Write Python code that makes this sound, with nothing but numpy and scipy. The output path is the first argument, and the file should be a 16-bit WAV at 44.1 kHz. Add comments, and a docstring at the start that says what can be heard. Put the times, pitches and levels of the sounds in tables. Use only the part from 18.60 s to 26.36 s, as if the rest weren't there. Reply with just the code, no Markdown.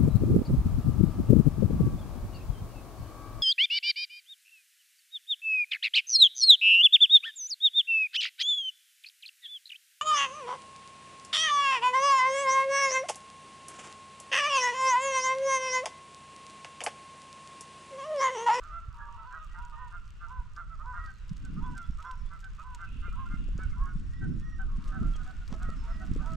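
"""Geese call without pause beyond snowy woods: hoarse barks, clear honks, low moans and high yelps.
Each call is a harmonic tone of the syrinx that starts rough and breaks into full voice; trunks
scatter it into a short reverberation. A rising breeze buffets the hand-held microphone, with soft
knocks. Snow grains tick close by, snow crunches once underfoot, and small birds whistle faintly
over the wash of open country."""
import sys
import numpy as np
from scipy import signal
from scipy.fft import rfft, irfft, next_fast_len
from scipy.io import wavfile

SR = 44100
rng = np.random.default_rng(int(sys.argv[2]) if len(sys.argv) > 2 else 0)


def log_audio(samples):
    """Write samples as a 16-bit WAV file to the path given in sys.argv[1]."""
    # one column per channel
    frames = np.atleast_2d(samples).T
    # limit to full scale, then quantise
    limited = np.clip(frames, -1, 1)
    pcm = np.round(limited * 32767).astype(np.int16)
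    wavfile.write(sys.argv[1], SR, pcm)


N = 342216
T = np.arange(N) / SR


def syrinx(length, hz, shape, fundamental_db, jitter=0.0074, break_s=0.006, rasp_attack_s=0.016):
    """Self-sustained oscillation with a register break, strongest in harmonic 2; returns tone and rasp."""
    start_ratio, end_ratio, third_db, roughness, break_share = shape
    size = int(length * SR)
    u = np.linspace(0, 1, size)
    voiced = .5 + .5 * np.tanh(.5 * (u - break_share) * length / break_s)
    late_glide = (end_ratio - 1) * (2 * u - 1).clip(0) ** 2
    pitch = hz * (start_ratio + (1 - start_ratio) * voiced + late_glide)
    waver = 1 + jitter * (1 + 2 * roughness) * walk(165, size)
    phase = 2 * np.pi * np.cumsum(pitch * waver) / SR
    swell = np.sin(np.pi * u).clip(0) ** .62 * undb(1.5 * walk(55, size))
    harmonics_db = [fundamental_db, 0, third_db, -31, -38]
    tone = sum(undb(db) * np.sin(k * phase) for k, db in enumerate(harmonics_db, 1))
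    tone *= undb(-8 * (1 - voiced))  # weaker before the break
    # the motion repeats only every fourth cycle: smeared sidebands between the harmonics
    sidebands = sum(share * np.sin(k * phase / 4 + .8 * walk(50, size))
                    for k, share in ((7, .6), (9, .7), (10, .3)))
    breath = np.random.default_rng(rng.integers(1 << 30)).standard_normal(size) * np.sqrt(SR / 2000)
    hoarseness = roughness * 1.55 * (1 - u) * np.tanh(u * length / rasp_attack_s)
    rasp = hoarseness * (undb(-2) * sidebands + undb(-12) * breath)
    return np.sqrt(2) * swell * np.array([tone, rasp])


# Fundamental of a mid-range call, re harmonic 2: t/s, level/dB
FUNDAMENTAL_LEVEL = [(0, -25.5), (5.3, -30), (5.7, -23), (6.35, -16), (6.55, -25.5), (6.68, -3), (6.8, -21),
                     (6.92, -1.5), (7.02, -22), (7.26, -7.5), (7.7, -13)]

def call(s, length, hz, db, shape, middle_hz=564, db_per_octave=12.5):
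    """Spectral balance of one call: the lower the pitch, the weaker the fundamental."""
    fundamental_db = np.interp(s, *np.transpose(FUNDAMENTAL_LEVEL))
    fundamental_db += db_per_octave * np.log2(hz / middle_hz)
    return undb(db) * syrinx(length, hz, shape, fundamental_db)


# Hoarse barks: t/s, f/Hz, level/dB, harmonic 3 re harmonic 2/dB
BARK_CALLS = [(0.005, 686, -56, -27), (0.379, 834, -56.5, -30), (0.698, 799, -55, -25),
              (0.724, 645, -49.5, -16), (0.937, 708, -52, -24), (1.308, 704, -51, -24),
              (1.597, 694, -51.5, -23), (1.956, 688, -49, -24), (2.325, 710, -46, -26.5),
              (3.434, 695, -50.5, -21), (3.698, 683, -53.5, -17), (4.178, 688, -52, -16),
              (4.416, 708, -50.5, -13.5), (4.688, 708, -53, -11.5), (4.98, 755, -51.5, -16),
              (5.251, 738, -54, -19), (6.312, 777, -52.5, -36), (6.644, 756, -60, -28),
              (6.99, 730, -55.5, -22), (7.261, 675, -56.5, -15)]

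def barks(length=0.0835):
    """Irregular oscillation makes a short, rough, falling note."""
    for s, hz, db, third_db in BARK_CALLS:
        yield s, call(s, length, hz, db, (0.97, 0.92, third_db, 0.42, 0.28))


# Clear honks: t/s, duration/s, f/Hz, end f/Hz, level/dB
HONK_CALLS = [(0.038, 0.11, 622, 562, -53.5), (0.107, 0.1, 679, 647, -45.5), (0.566, 0.091, 660, 600, -52),
              (0.767, 0.105, 633, 576, -55.5), (1.118, 0.046, 620, 605, -52.5),
              (2.095, 0.064, 665, 582, -51), (3.147, 0.11, 692, 662, -49.5),
              (4.655, 0.032, 700, 715, -53.5), (6.23, 0.12, 613, 630, -59.5), (6.331, 0.115, 660, 610, -54),
              (6.377, 0.17, 683, 671, -55.5), (6.538, 0.1, 620, 640, -60.5), (6.644, 0.086, 660, 600, -69),
              (6.916, 0.063, 648, 640, -61.5), (7.064, 0.09, 660, 682, -54), (7.383, 0.093, 658, 655, -61),
              (7.641, 0.12, 656, 635, -50.5)]

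def honks():
    """Nearly periodic oscillation gives a clear note with little rasp."""
    for s, length, hz, end_hz, db in HONK_CALLS:
        yield s, call(s, length, hz, db, (0.96, end_hz / hz, -24, 0.08, 0.13))


# Low moans: t/s, duration/s, f/Hz, end f/Hz, level/dB, cluck re moan/dB,
# harmonic 3 re harmonic 2/dB, share of the duration before the break
MOAN_CALLS = [(0.327, 0.3, 471, 483, -58.5, -25, -15, 0.01), (0.545, 0.2, 504, 493, -51.5, -33, -9, 0.58),
              (0.93, 0.21, 484, 477, -54, -32, -11.5, 0.26), (1.107, 0.19, 507, 457, -51.5, -15, -11, 0.41),
              (1.66, 0.17, 508, 470, -52, -20, -9, 0.25), (2.224, 0.13, 502, 473, -48.5, 0, -8, 0.3),
              (2.997, 0.15, 502.6, 476, -50, -4, -11, 0.24),
              (3.414, 0.14, 514.5, 493, -48.5, -2.5, -10, 0.22),
              (4.017, 0.16, 509, 450, -53, 3.5, -10, 0.147), (4.548, 0.12, 533, 509, -49.5, -4, -18, 0.28),
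              (5.157, 0.13, 548.3, 532, -49, -7.5, -18, 0.36),
              (7.215, 0.081, 466, 450, -61.5, -27, -8, 0.15),
              (7.618, 0.088, 477, 515, -54.5, 0.5, -8, 0.47)]

def moans(lead_s=0.038, cluck_s=0.0504, cluck_ratio=1.26):
    """Register jumps: the voice drops from an opening cluck, then steps up to a held pitch."""
    for s, length, hz, end_hz, db, cluck_db, third_db, break_share in MOAN_CALLS:
        yield s - lead_s, call(s, cluck_s, cluck_ratio * hz, db + cluck_db, (0.92, 1.02, -24, 0.2, 0.4))
        yield s, call(s, length, hz, db, (0.91, end_hz / hz, third_db, 0.12, break_share))


# High yelps: t/s, f/Hz, level/dB
YELP_CALLS = [(2.465, 790, -52), (2.835, 756, -61), (3.14, 780, -52), (3.826, 776, -52.5),
              (4.21, 771.5, -53), (5.61, 772, -50.5), (5.984, 768, -50), (6.58, 733, -58.5),
              (6.795, 727, -61.5), (7.402, 744, -57.5), (7.6, 757, -57.5)]

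def yelps(length=0.056):
    """Weak upper harmonics leave a brief, almost pure falling tone."""
    for s, hz, db in YELP_CALLS:
        yield s, call(s, length, hz, db, (1.01, 0.94, -34, 0.16, 0.1))


# Nasal wails: t/s, duration/s, f/Hz, harmonic 2 level/dB, harmonic 3 level/dB
WAIL_CALLS = [(0.3, 0.286, 589, -58, -77), (0.86, 0.17, 641, -70, -70.5), (1.109, 0.21, 619, -64.5, -65.5),
              (2.312, 0.2, 638, -56, -60.5), (5.483, 0.194, 646, -89, -67),
              (5.784, 0.22, 632, -72.5, -64.5), (6.994, 0.165, 637.6, -58, -66),
              (7.294, 0.15, 644, -68, -63.5)]

def wails(quaver_db=3):
    """Random amplitude modulation sets a note with a strong third harmonic quavering."""
    for s, length, hz, db, third_db in WAIL_CALLS:
        wail = call(s, length, hz, db, (0.96, 0.955, third_db - db, 0.25, 0.25))
        yield s, wail * undb(quaver_db * walk(68, wail.shape[1]))


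# Throat resonance: f/Hz, gain/dB
THROAT_RESPONSE = [(500, -9.5), (820, -8.5), (950, 7), (1400, 11), (1800, -3.5), (2100, -31), (5000, -81)]

def throats(calls):
    """Source and filter: sums (onset, call) pairs, the throat resonance shaping only their rasp."""
    voices = np.zeros((2, N))
    for s, sound in calls:
        add(voices, s, sound)
    tone, rasp = voices
    return tone + colour(rasp, THROAT_RESPONSE)


# Chatter of the rest of the flock: t/s, level/dB
FLOCK_LEVEL = [(0, -78), (.45, -65), (1.6, -76), (5.8, -84), (6.17, -63), (6.5, -71), (7.76, -76)]

def far_geese(count=80, middle_hz=620, shortest_s=0.0894, range_octaves=0.55):
    """Superposition: faint barks of random timing and pitch add up to distant chatter."""
    calls = []
    for k, (when, stretch, voice) in enumerate(rng.random((count, 3))):
        hz = middle_hz * 2 ** (range_octaves * (voice - .5))
        bark = syrinx(shortest_s * (1 + stretch), hz, (0.97, 0.92, -19, 0.45, 0.28), fundamental_db=-22)
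        calls.append(((k + when) / count * N / SR, bark))
    return throats(calls) * undb(curve(FLOCK_LEVEL))


def woods(x, t60_s=0.42, build_s=0.015, echo_db=-12):
    """Multiple scattering from trunks adds a tail that builds up and decays exponentially."""
    t = T[:SR]
    mid, side = rng.standard_normal((2, SR)) * undb(-60 * t / t60_s) * (1 - np.exp(-t / build_s))
    echo = widen(mid, side, side_db=-9) / np.sqrt(np.sum(mid ** 2))
    return x + undb(echo_db) * signal.fftconvolve(x[None], echo, axes=1)[:, :N]


# Strength of the buffeting: t/s, level/dB
BREEZE_LEVEL = [(0.0, -50), (3.35, -43), (3.46, -52), (3.63, -38.5), (3.87, -47), (4.8, -37), (6.57, -39.5),
                (6.65, -42), (7.76, -35.5)]
# Gusts: t/s, width/s, level/dB
GUST_PEAKS = [(2.994, 0.12, -46), (4.36, 0.05, -54), (4.85, 0.32, -53.5), (5.368, 0.098, -51),
              (5.697, 0.064, -40.5), (6.15, 0.52, -56), (6.426, 0.05, -40), (7.08, 0.094, -52),
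              (7.53, 0.11, -46), (7.73, 0.02, -43)]
# Spectra of the slow buffeting and of the eddies: f/Hz, level/dB
BUFFET_SPECTRUM = [(12, -3.5), (25, 5), (55, -4.5), (100, -15), (200, -27), (450, -71)]
EDDY_SPECTRUM = [(50, 2), (170, 4), (270, -1.5), (400, -20.5), (600, -34), (2500, -118)]

def wind(lumps_db=2.8):
    """Turbulence: pressure swings slowly at the microphone ports, and gusts break into faster eddies."""
    buffet = stereo_noise(BUFFET_SPECTRUM, side_db=-5) * undb(curve(BREEZE_LEVEL) - 1 + 2 * walk(14))
    gust_power = sum(undb(db) ** 2 * np.exp(-((T - s) / width) ** 2) for s, width, db in GUST_PEAKS)
    eddies = stereo_noise(EDDY_SPECTRUM, side_db=-0.44) * np.sqrt(gust_power)
    lumps = undb(0.5 + lumps_db * walk(45))
    return buffet * pan(-0.23) + eddies * lumps * pan(-1.1)


# Soft knocks on the microphone: t/s, peak level/dB, f/Hz, width/s
KNOCK_PULSES = [(0.288, -35.5, 67.5, 0.0036), (1.798, -30.5, 39, 0.0061), (2.718, -32.5, 158, 0.0045),
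                (2.982, -32, 167, 0.0029), (3.034, -30, 30.2, 0.0088), (3.294, -26, 35.5, 0.0037),
                (3.301, -36, 161, 0.0022), (4.483, -48.5, 400, 0.0011), (4.741, -31.5, 160, 0.002),
                (4.887, -47, 356, 0.00073), (4.957, -34, 148, 0.0037), (4.991, -37.5, 247, 0.00077),
                (5.066, -26.5, 39.7, 0.0066), (5.215, -25, 40.7, 0.016), (5.362, -34.5, 162, 0.0049),
                (5.635, -35, 119, 0.0046), (6.188, -37.5, 169, 0.0035), (6.495, -29, 31.7, 0.032),
                (6.925, -37, 208, 0.003), (7.036, -31.5, 44.7, 0.011), (7.092, -38, 322, 0.0006),
                (7.515, -21.5, 70, 0.0012), (7.563, -33.5, 286, 0.0011)]

def knocks():
    """A blunt impact gives a Gaussian pressure pulse, poor in high frequencies."""
    out = np.zeros(N)
    t = np.arange(-SR // 16, SR // 16) / SR
    for s, db, hz, width in KNOCK_PULSES:
        add(out, s + t[0], -undb(db) * np.exp(-.5 * (t / width) ** 2) * np.cos(2 * np.pi * hz * t))
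    return out * pan(-5.5)


# Nearest snow grains: t/s, level/dB, ring f/Hz
GRAIN_TICKS = [(0.526, -63, 7000), (0.727, -63, 7100), (1.051, -56, 6850), (1.964, -54.5, 5240),
               (2.461, -56, 4550), (2.694, -52.5, 5500), (2.851, -51, 7600), (3.179, -46.5, 8450),
               (3.426, -52, 2900), (3.512, -49, 3330), (3.843, -52.5, 3450), (4.148, -45.5, 7600),
               (4.979, -53.5, 6700), (5.035, -54, 8150), (6.283, -54, 8600), (6.565, -52.5, 6050),
               (6.878, -50, 4650), (7.537, -54.5, 5200)]
# Patter of the snow: t/s, level/dB
PATTER_LEVEL = [(0, -62), (0.45, -67.5), (1.7, -66.5), (2.2, -68.5), (2.35, -66), (3.2, -63), (4.0, -66),
                (4.9, -64), (5.95, -67), (6.08, -67.5), (6.3, -61.5), (7.76, -60)]

def snow(count=1100, rise_s=0.0005, ring_s=0.00026, tail_s=0.005, spread_db=3.2):
    """Damped impacts: near grains tick with a brief ring and a soft noisy tail, over a fine patter."""
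    out, t = np.zeros((2, N)), T[:600]
    rise = 1 - np.exp(-t / rise_s)
    for s, db, hz in GRAIN_TICKS:
        ring = np.exp(-t / ring_s) * np.sin(2 * np.pi * hz * t)
        tail = undb(-13) * np.exp(-t / tail_s) * rng.standard_normal(len(t))
        add(out, s, undb(db) * (ring + rise * tail))
    flurry_db = curve(PATTER_LEVEL) - 1 + 3 * walk(30)
    for when, size_rank, side in rng.random((count, 3)):
        i = int(when * N)
        db = flurry_db[i] + spread_db * min(-np.log(size_rank), 4)  # large grains are rare
        grain = rise * np.exp(-t / rise_s) * rng.standard_normal(len(t))
        add(out, i / SR, undb(db) * pan(10 * (side - .5)) * grain)
    return colour(out, [(500, -19.5), (2000, 9.5), (8300, 9.5), (10300, -0.5), (12500, 4)])


def crunch(at_s=6.932, width_s=0.02, db=-52):
    """Packed snow yields under the load of a foot in one burst of gritty noise."""
    spectrum = [(80, -6), (250, 0), (600, -12), (1100, -13), (2000, -25), (7000, -30), (10000, -43)]
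    grit = colour(rng.standard_normal(N) * undb(5 * walk(400)), spectrum)
    return undb(db) * unit(grit) * np.exp(-.5 * ((T - at_s) / width_s) ** 2)


def whistle(length, start_hz, end_hz):
    """Frequency modulation: a pure tone glides and wavers."""
    u = np.linspace(0, 1, int(length * SR))
    hz = (start_hz + (end_hz - start_hz) * u) * (1 + .016 * walk(260, len(u)))
    return np.sqrt(2 * np.sin(np.pi * u).clip(0)) * np.sin(2 * np.pi * np.cumsum(hz) / SR)


# Single whistles: t/s, duration/s, start f/Hz, end f/Hz, level/dB
BIRD_NOTES = [(0.61, 0.25, 4750, 3480, -84), (2.405, 0.28, 4900, 3600, -82),
              (3.971, 0.057, 2570, 2530, -72), (4.263, 0.04, 2580, 2540, -65),
              (4.466, 0.06, 2360, 2440, -66.5), (5.114, 0.024, 2130, 2110, -66.5),
              (5.827, 0.17, 5750, 5640, -79.5), (6.537, 0.026, 3340, 3250, -63.5),
              (7.155, 0.093, 5380, 5100, -75), (7.282, 0.089, 5400, 5030, -75)]
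# Repeated chirps: start t/s, end t/s, period/s, duration/s, start f/Hz, end f/Hz, level/dB
BIRD_RUNS = [(3.018, 3.72, 0.204, 0.045, 3290, 3480, -73), (2.95, 3.62, 0.07, 0.06, 5550, 5250, -83),
             (5.34, 5.88, 0.22, 0.05, 3500, 3650, -80), (5.15, 5.85, 0.07, 0.06, 5620, 5300, -83.5)]

def small_birds(pitch_spread=0.02, slip_s=0.014, spread_db=2.2):
    """Tonal glides come singly or in quasi-periodic runs, uneven in pitch, time and level."""
    out = np.zeros(N)
    for s, length, start_hz, end_hz, db in BIRD_NOTES:
        add(out, s, undb(db) * whistle(length, start_hz, end_hz))
    for first, last, period, length, start_hz, end_hz, db in BIRD_RUNS:
        for s in np.arange(first, last, period):
            pitch, slip, strength = rng.standard_normal(3)
            shift = 1 + pitch_spread * pitch
            chirp = whistle(length, shift * start_hz, shift * end_hz)
            add(out, s + slip_s * slip, undb(db + spread_db * strength) * chirp)
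    return out


# Far chorus of small birds: t/s, level/dB
CHORUS_LEVEL = [(0, -81.5), (1.1, -76), (1.7, -79), (2.15, -91), (2.8, -76), (3.15, -80), (3.8, -84),
                (4.4, -69.5), (4.85, -72), (5.3, -85.5), (6.5, -77.5), (7.76, -77)]

def chorus():
    """Far trills sum incoherently, so a narrow band of shimmering noise stands for them."""
    spectrum = [(1800, -32.5), (2300, -13), (2550, -4), (2780, 1), (3050, -8), (3650, -11), (4500, -31)]
    return stereo_noise(spectrum, side_db=-1.6) * undb(curve(CHORUS_LEVEL) + 2 * walk(28)) * pan(0.84)


# Spectrum of the open country: f/Hz, level/dB
AIR_SPECTRUM = [(150, 4.5), (400, -2.5), (750, -9.5), (1300, 4.5), (2000, -3), (4000, -10.5), (7500, -16.5),
                (10300, -26.5), (12500, -25.5)]

def air(db=-69):
    """Ambient noise: a quiet broadband wash that swells with the patter of snow."""
    patter_db = curve(PATTER_LEVEL)
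    swell_db = 0.99 * (patter_db - patter_db.mean())
    return stereo_noise(AIR_SPECTRUM, side_db=-5.5) * undb(db + swell_db + walk(11))


def undb(db):
    """Level to amplitude ratio."""
    return 10 ** (np.asarray(db) / 20)


def unit(x):
    """Normalisation to rms 1."""
    return x / np.sqrt(np.mean(x ** 2) + 1e-20)


def curve(rows):
    """Linear interpolation of (t/s, value) rows."""
    return np.interp(T, *np.transpose(rows))


def colour(x, points):
    """Filtering by spectral multiplication with (f/Hz, gain/dB) points."""
    hz, db = np.transpose(points)
    size = next_fast_len(N + 4096)
    f = np.maximum(np.arange(size // 2 + 1) * SR / size, 1)
    gain = undb(np.interp(np.log(f), np.log(hz), db))
    return irfft(rfft(x, size) * gain, size)[..., :N]


def walk(rate, size=N):
    """Smooth random fluctuation of spread near 1, with rate new values a second."""
    steps = np.random.default_rng(rng.integers(1 << 30)).standard_normal(4096)
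    place = np.arange(size) * rate / SR
    k = place.astype(int)
    blend = .5 - .5 * np.cos(np.pi * (place - k))
    return steps[k % len(steps)] * (1 - blend) + steps[(k + 1) % len(steps)] * blend


def pan(db):
    """Channel gains for a level difference, left minus right."""
    return undb(np.array([[db], [-db]]) / 2)


def add(out, s, x):
    """Superposition of x on out from time s."""
    i = int(np.clip(s * SR, 0, N - 1))
    out[..., i:i + x.shape[-1]] += x[..., :N - i]


def widen(mid, side, side_db):
    """Sum and difference give left and right."""
    return mid + undb(side_db) * side * np.array([[1], [-1]])


def stereo_noise(points, side_db):
    """Coloured noise, partly coherent between the two ports."""
    mid, side = unit(colour(rng.standard_normal((2, N)), points))
    return widen(mid, side, side_db)


def scene():
    """Superposition of birds among the trees, a little to the right, and weather at the microphone."""
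    geese = throats([*moans(), *barks(), *honks(), *yelps(), *wails()])
    birds = woods(geese + far_geese() + small_birds()) * pan(-3.5)
    return birds + chorus() + wind() + knocks() + crunch() + snow() + air()


def record(dry, fade_s=0.005, top_hz=14300):
    """Microphone response: the right port is duller than the left; the ends fade and the top is cut."""
    fade = np.minimum(np.minimum(T, T[::-1]) / fade_s, 1)
    dry = dry * np.sin(np.pi / 2 * fade) ** 2
    left = colour(dry[0], [(4000, 4.0), (8000, 4.5), (12000, -0.5)])
    right = colour(dry[1], [(7000, 5.0), (9500, -1.0), (12000, -32.5)])
    lowpass = signal.ellip(8, .2, 70, top_hz, fs=SR, output="sos")
    return signal.sosfilt(lowpass, np.array([left, right]))


dry = scene()
out = record(dry)
log_audio(out)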